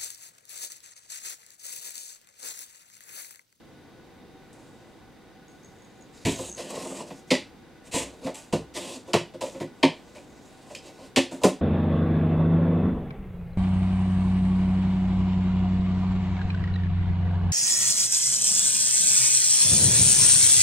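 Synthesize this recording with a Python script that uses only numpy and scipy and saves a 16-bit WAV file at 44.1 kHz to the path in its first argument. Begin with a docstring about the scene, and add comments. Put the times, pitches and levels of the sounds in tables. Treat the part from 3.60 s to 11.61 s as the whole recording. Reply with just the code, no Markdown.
"""Kitchen floor, a stereo camera microphone a couple of metres from a cat in an open cardboard box.
From the start, appliances hum and hiss: shaped noise with narrow whirs. Near 1 s come faint rubs and high pings.
From about 2.5 s to the end at 8 s, blows boom in panel modes and crackle as noise through card resonances.
Paws and claws rub the card as uneven slips; between 2.6 and 5 s the cat's weight thumps decaying floor modes.
A small hard room answers the box with a noise tail."""
import sys
import numpy as np
from scipy import signal
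from scipy.fft import rfft, irfft, next_fast_len
from scipy.io import wavfile
from scipy.ndimage import uniform_filter1d

SR = 44100
rng = np.random.default_rng(int(sys.argv[2]) if len(sys.argv) > 2 else 0)


def master(y):
    """Save y as 16-bit WAV."""
    cut = np.clip(np.atleast_2d(y).T, -1, 1)
    pcm = np.round(cut * 32767)  # scale
    wavfile.write(sys.argv[1], SR, pcm.astype(np.int16))


N = 353241  # length in samples
LN_60_DB = np.log(1000)  # a 60 dB decay as a natural logarithm
LEFT_RIGHT = np.array([[1], [-1]])  # sign of the side signal in each channel


def undb(db):
    """Decibels to gain."""
    return 10 ** (np.asarray(db) / 20)


def level(x, db):
    """Set the rms level."""
    return x * undb(db) / np.sqrt(np.mean(x ** 2))


def at(table, hz):
    """Read a (freq_hz, value) table on a log frequency axis."""
    table = np.array(table, float)
    return np.interp(np.log(np.maximum(hz, 1)), np.log(table[:, 0]), table[:, 1])


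def colour(x, table):
    """Filter by a (freq_hz, level_db) table."""
    n = next_fast_len(x.shape[-1])
    hz = np.arange(n // 2 + 1) * SR / n
    return irfft(rfft(x, n) * undb(at(table, hz)), n)[..., :x.shape[-1]]


def octave(x, hz):
    """Band-pass the octave above hz, stopping at 20 kHz."""
    sos = signal.butter(2, [hz, min(2 * hz, 20000)], "band", fs=SR, output="sos")
    return signal.sosfilt(sos, x)


def band(x, hz, width):
    """Two-pole resonance with gain 1 at its centre."""
    return signal.lfilter(*signal.iirpeak(hz, hz / width, fs=SR), x)


def walk(rate):
    """Random levels held 1 / rate s and slewed twice; spread 1."""
    hold = int(SR / rate)
    steps = np.repeat(rng.standard_normal(N // hold + 1), hold)
    smooth = uniform_filter1d(uniform_filter1d(steps, hold), hold)[:N]
    return smooth / smooth.std()


def grit(count, spread_db):
    """Dense slips of uneven but bounded size; rms 1."""
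    size_db = spread_db * np.minimum(rng.exponential(size=count), 4)
    return level(rng.standard_normal(count) * undb(size_db), 0)


def add(out, s, x):
    """Mix x into out at time s."""
    i = int(s * SR)
    out[i:i + len(x)] += x[:len(out) - i]


# spectrum of the appliance hum and hiss, scaled as a whole by HUM_DB: freq_hz, level_db (relative, per Hz)
HUM_SPECTRUM = [(12, -60), (20, -6.5), (87, 0), (109, 1), (324, 5), (416, -2), (478, 2), (581, -7),
                (746, -5), (1300, -13), (1450, -14.5), (1580, -12.5), (3850, -21.5), (6540, -28.5),
                (15500, -35.5)]
# stereo width of the hum: freq_hz, side_minus_mid_db
HUM_WIDTH = [(60, -23), (110, -3), (200, -9), (380, -10), (700, -5.5), (1290, -12), (2380, -6.5),
             (4400, -3), (8120, 1), (15000, -2)]
# narrow whirs of fans and compressor: freq_hz, width_hz, level_db (rms)
APPLIANCE_WHIRS = [(767, 5.9, -66.5), (1473, 18, -68.5), (1996, 31, -72.5), (3710, 280, -71),
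                   (4700, 270, -77), (6060, 110, -81.5)]
HUM_DB = -51.5  # rms of the mid signal


def kitchen():
    """Broad hum and hiss whose octaves flicker slightly, with narrow bands of noise whirring on top."""
    noise = np.zeros((2, N))
    for hz in 20 * 2 ** np.arange(10.):
        flicker = undb(.6 * walk(6))
        noise += flicker * octave(rng.standard_normal((2, N)), hz)
    mid, side = colour(noise, HUM_SPECTRUM)
    side = colour(side, HUM_WIDTH)
    scale = undb(HUM_DB) / mid.std()
    whirs = sum(level(band(rng.standard_normal(N), hz, width), db) for hz, width, db in APPLIANCE_WHIRS)
    return scale * (mid + LEFT_RIGHT * side) + whirs


# decay time of the small hard room: freq_hz, t60_s
ROOM_DECAY = [(150, 0.24), (600, 0.2), (2500, 0.26), (6000, 0.3), (12000, 0.15)]
# tail's side-to-mid level before ROOM_DB lowers the mid, set by hand: freq_hz, side_minus_mid_db
TAIL_SIDE = [(30, -5), (100, -24), (300, -29.5), (1000, -19.5), (2500, -55), (5000, -25.5), (9000, -6.5),
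             (13000, -2)]
ROOM_DB, LEFT_DB = -5, -.3  # gain of the mid tail; left channel relative to right


def room(x):
    """Nearly mono direct sound plus a dense tail decaying by octave, with a weak side tail."""
    hop, t = SR // 10, np.arange(SR // 3) / SR
    edges = 45 * 2 ** np.arange(9.)
    noise = np.array([octave(rng.standard_normal((2, 2 * SR)), hz) for hz in edges])
    t60 = at(ROOM_DECAY, edges * np.sqrt(2))[:, None, None]
    unit_energy = np.sqrt(2 * LN_60_DB / t60 / SR)
    decay = np.exp(-LN_60_DB * t / t60) * unit_energy * (t > .003)
    window = np.sin(np.pi * np.arange(2 * hop) / (2 * hop))
    wet = np.zeros((2, N + SR))
    # a fresh random tail every 0.1 s, cross-faded, keeps the echo smooth and uncoloured
    for i in range(0, N, hop):
        j = rng.integers(SR)
        tail = (noise[:, :, j:j + len(t)] * decay).sum(axis=0)
        piece = x[i:i + 2 * hop]
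        echo = signal.fftconvolve((window[:len(piece)] * piece)[None], tail, axes=1)
        wet[:, i:i + echo.shape[1]] += echo
    mid = x + undb(ROOM_DB) * wet[0, :N]
    side = colour(wet[1, :N], TAIL_SIDE)
    return undb(LEFT_RIGHT * LEFT_DB / 2) * (mid + LEFT_RIGHT * side)


# the cat's weight presses the box onto the floorboards: start_s, level_db (scales the board modes)
FLOOR_THUMPS = [(2.651, -21.5), (2.718, -30), (2.792, -34), (4.343, -27), (4.928, -23.5)]
# floorboard modes: freq_hz, level_db (relative), t60_s
FLOORBOARD_MODES = [(63.4, -20.5, 0.78), (106.5, -1, 0.13)]


def thumps():
    """A soft push sets the floorboards booming as decaying sines."""
    out, t = np.zeros(N), np.arange(SR // 2) / SR
    boom = sum(undb(db) * np.sin(2 * np.pi * hz * t) * np.exp(-LN_60_DB * t / t60)
               for hz, db, t60 in FLOORBOARD_MODES)
    soft_rise = 1 - np.exp(-t / 0.0018)
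    for s, db in FLOOR_THUMPS:
        add(out, s, undb(db) * boom * soft_rise)
    return out


# runs of faint pings, each ping scattered in size and pitch: start_s, length_s, level_db, pitch_hz
PING_RUNS = [(1.135, .09, -63, 4970), (1.882, 0.058, -50, 6530), (2.034, 0.04, -44, 6470),
             (2.164, 0.039, -53, 6740), (2.221, 0.032, -48, 6700), (2.302, 0.077, -57, 6830),
             (2.41, .025, -47.5, 6670), (2.761, .25, -32, 6520), (3.075, 0.36, -40.5, 7820),
             (4.7446, 0.0044, -32, 7700), (4.786, 0, -34, 7850), (6.01, 0.046, -39.5, 1993),
             (6.56, 0.025, -43.5, 2386), (7.152, .035, -43, 5100), (7.151, 0.0027, -39, 2420),
             (7.16, .04, -44, 3140)]
TICK_GAP_S, TICK_SCATTER_DB, TICK_DETUNE = .017, 3, .012  # median gap; spreads of size and pitch (a fraction)
TICK_OVERTONE, TICK_OVERTONE_DB = 1.19, -11.5  # pitch ratio and level against the main tone
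TICK_CYCLES = 14.7  # cycles for the ring to fall to 1/e


def ticks():
    """Short pings with one overtone at uneven gaps, each a little off in size and pitch."""
    out, t = np.zeros(N), np.arange(SR // 20) / SR
    for s, length, db, hz in PING_RUNS:
        after = 0
        ring = (1 - np.exp(-t / 0.00039)) * np.exp(-t * hz / TICK_CYCLES)
        for gap, size, pitch in rng.standard_normal((24, 3)):
            if after <= length:
                phase = 2 * np.pi * hz * (1 + TICK_DETUNE * pitch) * t
                tone = np.sin(phase) + undb(TICK_OVERTONE_DB) * np.sin(TICK_OVERTONE * phase)
                add(out, s + after, undb(db + TICK_SCATTER_DB * size) * tone * ring)
            after += TICK_GAP_S * np.exp(0.3 * gap)
    return out


# modes of the box panels: freq_hz, level_db (relative), t60_s
PANEL_MODES = [(109, -14, 0.088), (155.1, -5.5, 0.12), (194.3, -3.5, 0.063), (267.8, 2, 0.12),
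               (351.8, 1, 0.13), (423.6, -5, 0.065), (530.1, -6.5, 0.047), (562.6, -4, 0.052),
               (583, -5, 0.042), (750, -13, 0.021), (862, -12, 0.022), (1037, -13.5, 0.012),
               (1217, -21, 0.0096)]


def panels(x, weight_db, knock_db, chance_db):
    """Panel modes ring from a force; body weight tilts them to the lowest, claws knock those near 590 Hz."""
    hz, db, t60 = np.transpose(PANEL_MODES)
    low = np.maximum(np.log2(350 / hz), -1)
    knock = np.abs(hz - 590) < 60
    gain = undb(db + weight_db * low + knock_db * knock + chance_db)
    width = LN_60_DB / np.pi / t60
    y = sum((-1) ** k * gain[k] * band(x, hz[k], width[k]) for k in range(len(hz)))
    return y / np.sqrt(np.sum(gain ** 2 * width * np.pi / SR))


def bands(x, table, tilt_db, chance_db=0, wander_db=0):
    """Resonances applied twice, tilted per octave, optionally swelling; about unit power for unit noise."""
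    hz, width, db = np.transpose(table)
    gain = undb(db + tilt_db * np.log2(hz / hz[0]) + chance_db)
    y = 0
    for k in range(len(hz)):
        swell = undb(wander_db * walk(12)) if wander_db else 1
        ring = band(band(x, hz[k], width[k]), hz[k], width[k])
        y = y + (-1) ** k * gain[k] * swell * ring
    return y / np.sqrt(np.sum(gain ** 2 * width * np.pi / 2 / SR))


# crackle resonances of the corrugated card: freq_hz, width_hz, level_db (relative)
CARD_BANDS = [(1928, 490, 2), (2430, 710, 4.5), (2766, 1100, 3), (3490, 490, 0.5), (3770, 640, 0),
              (4780, 1840, -4.5)]


def card(x, tilt_db, chance_db=0, wander_db=0):
    """Slips crackle through the resonances of the corrugated card."""
    return bands(x, CARD_BANDS, tilt_db, chance_db, wander_db)


# fizz resonances of fibres and fur: freq_hz, width_hz, level_db (relative)
FIBRE_BANDS = [(6500, 2350, 4.5), (7770, 1960, 6), (9490, 2900, -2.5), (13200, 3600, -16.5)]


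def fibres(x, tilt_db, wander_db=0):
    """Slips fizz through the high resonances of fibres and fur."""
    return bands(x, FIBRE_BANDS, tilt_db, wander_db=wander_db)


STROKE_ATTACK_S, STROKE_RELEASE_DB_PER_S = 0.03, -450


def stroke(t, length, slope_db):
    """Pressure of one stroke: it digs in, presses harder or eases off, then lets go."""
    fade_db = slope_db * np.clip(t, 0, length) + STROKE_RELEASE_DB_PER_S * np.maximum(t - length, 0)
    return np.clip(t / STROKE_ATTACK_S, 0, 1) * undb(fade_db)


# strokes of paws and claws over the card, levels before the pressure slope and uneven slips:
# start_s, length_s, boom_db, crackle_db, fizz_db, pressure_slope_db_per_s
PAW_STROKES = [(0.913, 0.48, -54, -70, -66.5, -25), (1.88, 0.69, -72, -76, -73.5, -5),
               (2.515, 0.12, -70, -62.5, -63.5, 8), (2.673, 0.22, -39, -45.5, -43.5, -16),
               (2.945, 0.12, -41, -48, -50, -2), (3.076, 0.34, -33.5, -45.5, -46, -10),
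               (3.45, 0.15, -48, -59, -55.5, -44), (3.662, 0.048, -57, -64, -60.5, 52),
               (4.233, 0.044, -50, -58, -56.5, -2), (4.31, 0.043, -29.5, -35, -37, 0),
               (4.336, 0.093, -25.5, -33, -33.5, -100), (4.455, 0.17, -47, -62, -62.5, -44),
               (4.607, 0.063, -42, -55.5, -58, 85), (5.136, 0.048, -28, -36.5, -40, -30),
               (5.199, 0.16, -37, -45.5, -47.5, 0), (5.45, 0.048, -42, -58, -60.5, 98),
               (5.82, 0.17, -41, -69, -55, -42), (6.125, 1.35, -60.5, -71.5, -71.5, 5.5),
               (7.056, 0.088, -54, -67, -64, 30), (7.222, 0.061, -50, -56.5, -60.5, 20),
               (7.367, 0.09, -50, -65, -77, -3), (7.809, 0.017, -27, -49, -48, 0)]


def rubs():
    """Stick-slip of pads and claws drives panels, card and fibres, never evenly."""
    t = np.arange(N) / SR
    pressures = np.zeros((3, N))
    for s, length, *levels_db, slope in PAW_STROKES:
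        pressures += undb(levels_db)[:, None] * stroke(t - s, length, slope)
    boom, crackle, fizz = pressures
    slips = undb(1.6 * walk(120)) * grit(count=N, spread_db=1.5)
    # the panels are driven by a separate, unevenly swelling noise
    drag = undb(2.8 * walk(110)) * rng.standard_normal(N)
    booming = panels(boom * drag, weight_db=-2.5, knock_db=5.5, chance_db=0)
    crackling = card(crackle * slips, tilt_db=4.0, wander_db=2.0)
    fizzing = fibres(fizz * slips, tilt_db=3.5, wander_db=1.5)
    return booming + crackling + fizzing


# paw blows; weight tilts towards the lowest modes, length is that of the shudder:
# start_s, boom_db (short-term rms peak), crackle_db, fizz_db, length_s, weight_db_per_octave, rise_s
PAW_BLOWS = [(0.929, -70, -62, -51, 0.008, 0, .001), (2.649, -22.5, -20.5, -26, 0.04, 6, .005),
             (2.785, -34, -53, -35, 0.018, -3, .006), (2.975, -34.5, -30, -33.5, 0.032, -4.5, 0.011),
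             (3.103, -38.5, -48, -32, 0.006, -12, 0.00069), (3.502, -39, -34.5, -65, 0.012, 1, 0.0075),
             (3.704, -16.5, -12.5, -24, 0.026, -0.5, 0.0025), (4.640, -32.5, -54, -47, 0.021, 10, 0.0035),
             (4.663, -30.5, -36, -44, 0.026, -3.5, 0.0022), (4.74, -50.5, -41.5, -39.5, 0.064, -46, 0.0034),
             (4.925, -19, -28, -32.5, 0.026, 2, .002), (5.532, -16.5, -13.5, -23.5, 0.023, 1.3, 0.002),
             (5.736, -39.5, -43.5, -52, 0.02, 2, 0.0031), (5.807, -29, -29.5, -32.5, 0.041, -2, 0.0051),
             (5.938, -39, -41.5, -66, 0.027, 3, 0.0074), (6.000, -29, -36.5, -41, 0.026, 3, 0.0037),
             (6.228, -14, -10, -27.5, 0.018, -0.4, 0.0025), (6.548, -46, -48, -51, 0.044, -6, 0.0027),
             (7.099, -44.5, -43, -58, 0.014, -17, .004), (7.148, -56, -32.5, -37, 0.014, 4, .002),
             (7.560, -17, -11.5, -20.5, 0.024, -0.4, 0.0024), (7.71, -34.5, -42, -41, 0.04, 1.5, 0.0051),
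             (7.834, -12.5, -19, -20.5, 0.025, -0.4, 0.0024)]
BOOM_LAG_S = 0.003  # added to the rise time of the boom


def blows():
    """Each blow cracks at once, then the loose panels shudder and boom a little later."""
    out, t = np.zeros(N), np.arange(SR // 3) / SR
    for s, boom_db, crackle_db, fizz_db, length, weight_db, rise in PAW_BLOWS:
        push = (1 - np.exp(-t / (rise + BOOM_LAG_S))) * np.exp(-(t / length) ** 2)
        crack = (1 - np.exp(-t / rise)) * (.5 * np.exp(-t / 0.0022) + 0.52 * np.exp(-t / length))
        # the card gives way in a few separate bursts
        steps = np.repeat(rng.standard_normal(len(t) // 100), 100)
        bursts = undb(2.63 * uniform_filter1d(steps, size=60))
        slips = crack * bursts * grit(count=len(t), spread_db=1.5)
        # little fizz means a soft pad, which dulls the whole crackle; each spot rings its own way
        dull_db = 0.32 * (fizz_db - crackle_db + 8.0)
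        spot_db = 1.16 * rng.standard_normal(len(CARD_BANDS))
        # light blows land claw first and knock; heavy ones land flat and boom
        knock_db = -.22 * (boom_db - 6.5)
        mode_chance_db = 0.49 * rng.standard_normal(len(PANEL_MODES))
        boom = panels(push * rng.standard_normal(len(t)), weight_db, knock_db, mode_chance_db)
        boom *= undb(boom_db) / np.sqrt(uniform_filter1d(boom ** 2, size=900).max())
        crackle = undb(crackle_db) * card(slips, dull_db, spot_db)
        fizz = undb(fizz_db) * fibres(slips, dull_db)
        add(out, s, boom + crackle + fizz)
    return out


def scene():
    """Box sounds in the room over the kitchen hum."""
    return kitchen() + room(thumps() + ticks() + rubs() + blows())


def record(dry):
    """The camera cuts the top with a steep low-pass at 15.8 kHz."""
    return signal.sosfilt(signal.ellip(10, .2, 80, 15800, fs=SR, output="sos"), dry)


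dry = scene()
out = record(dry)
master(out)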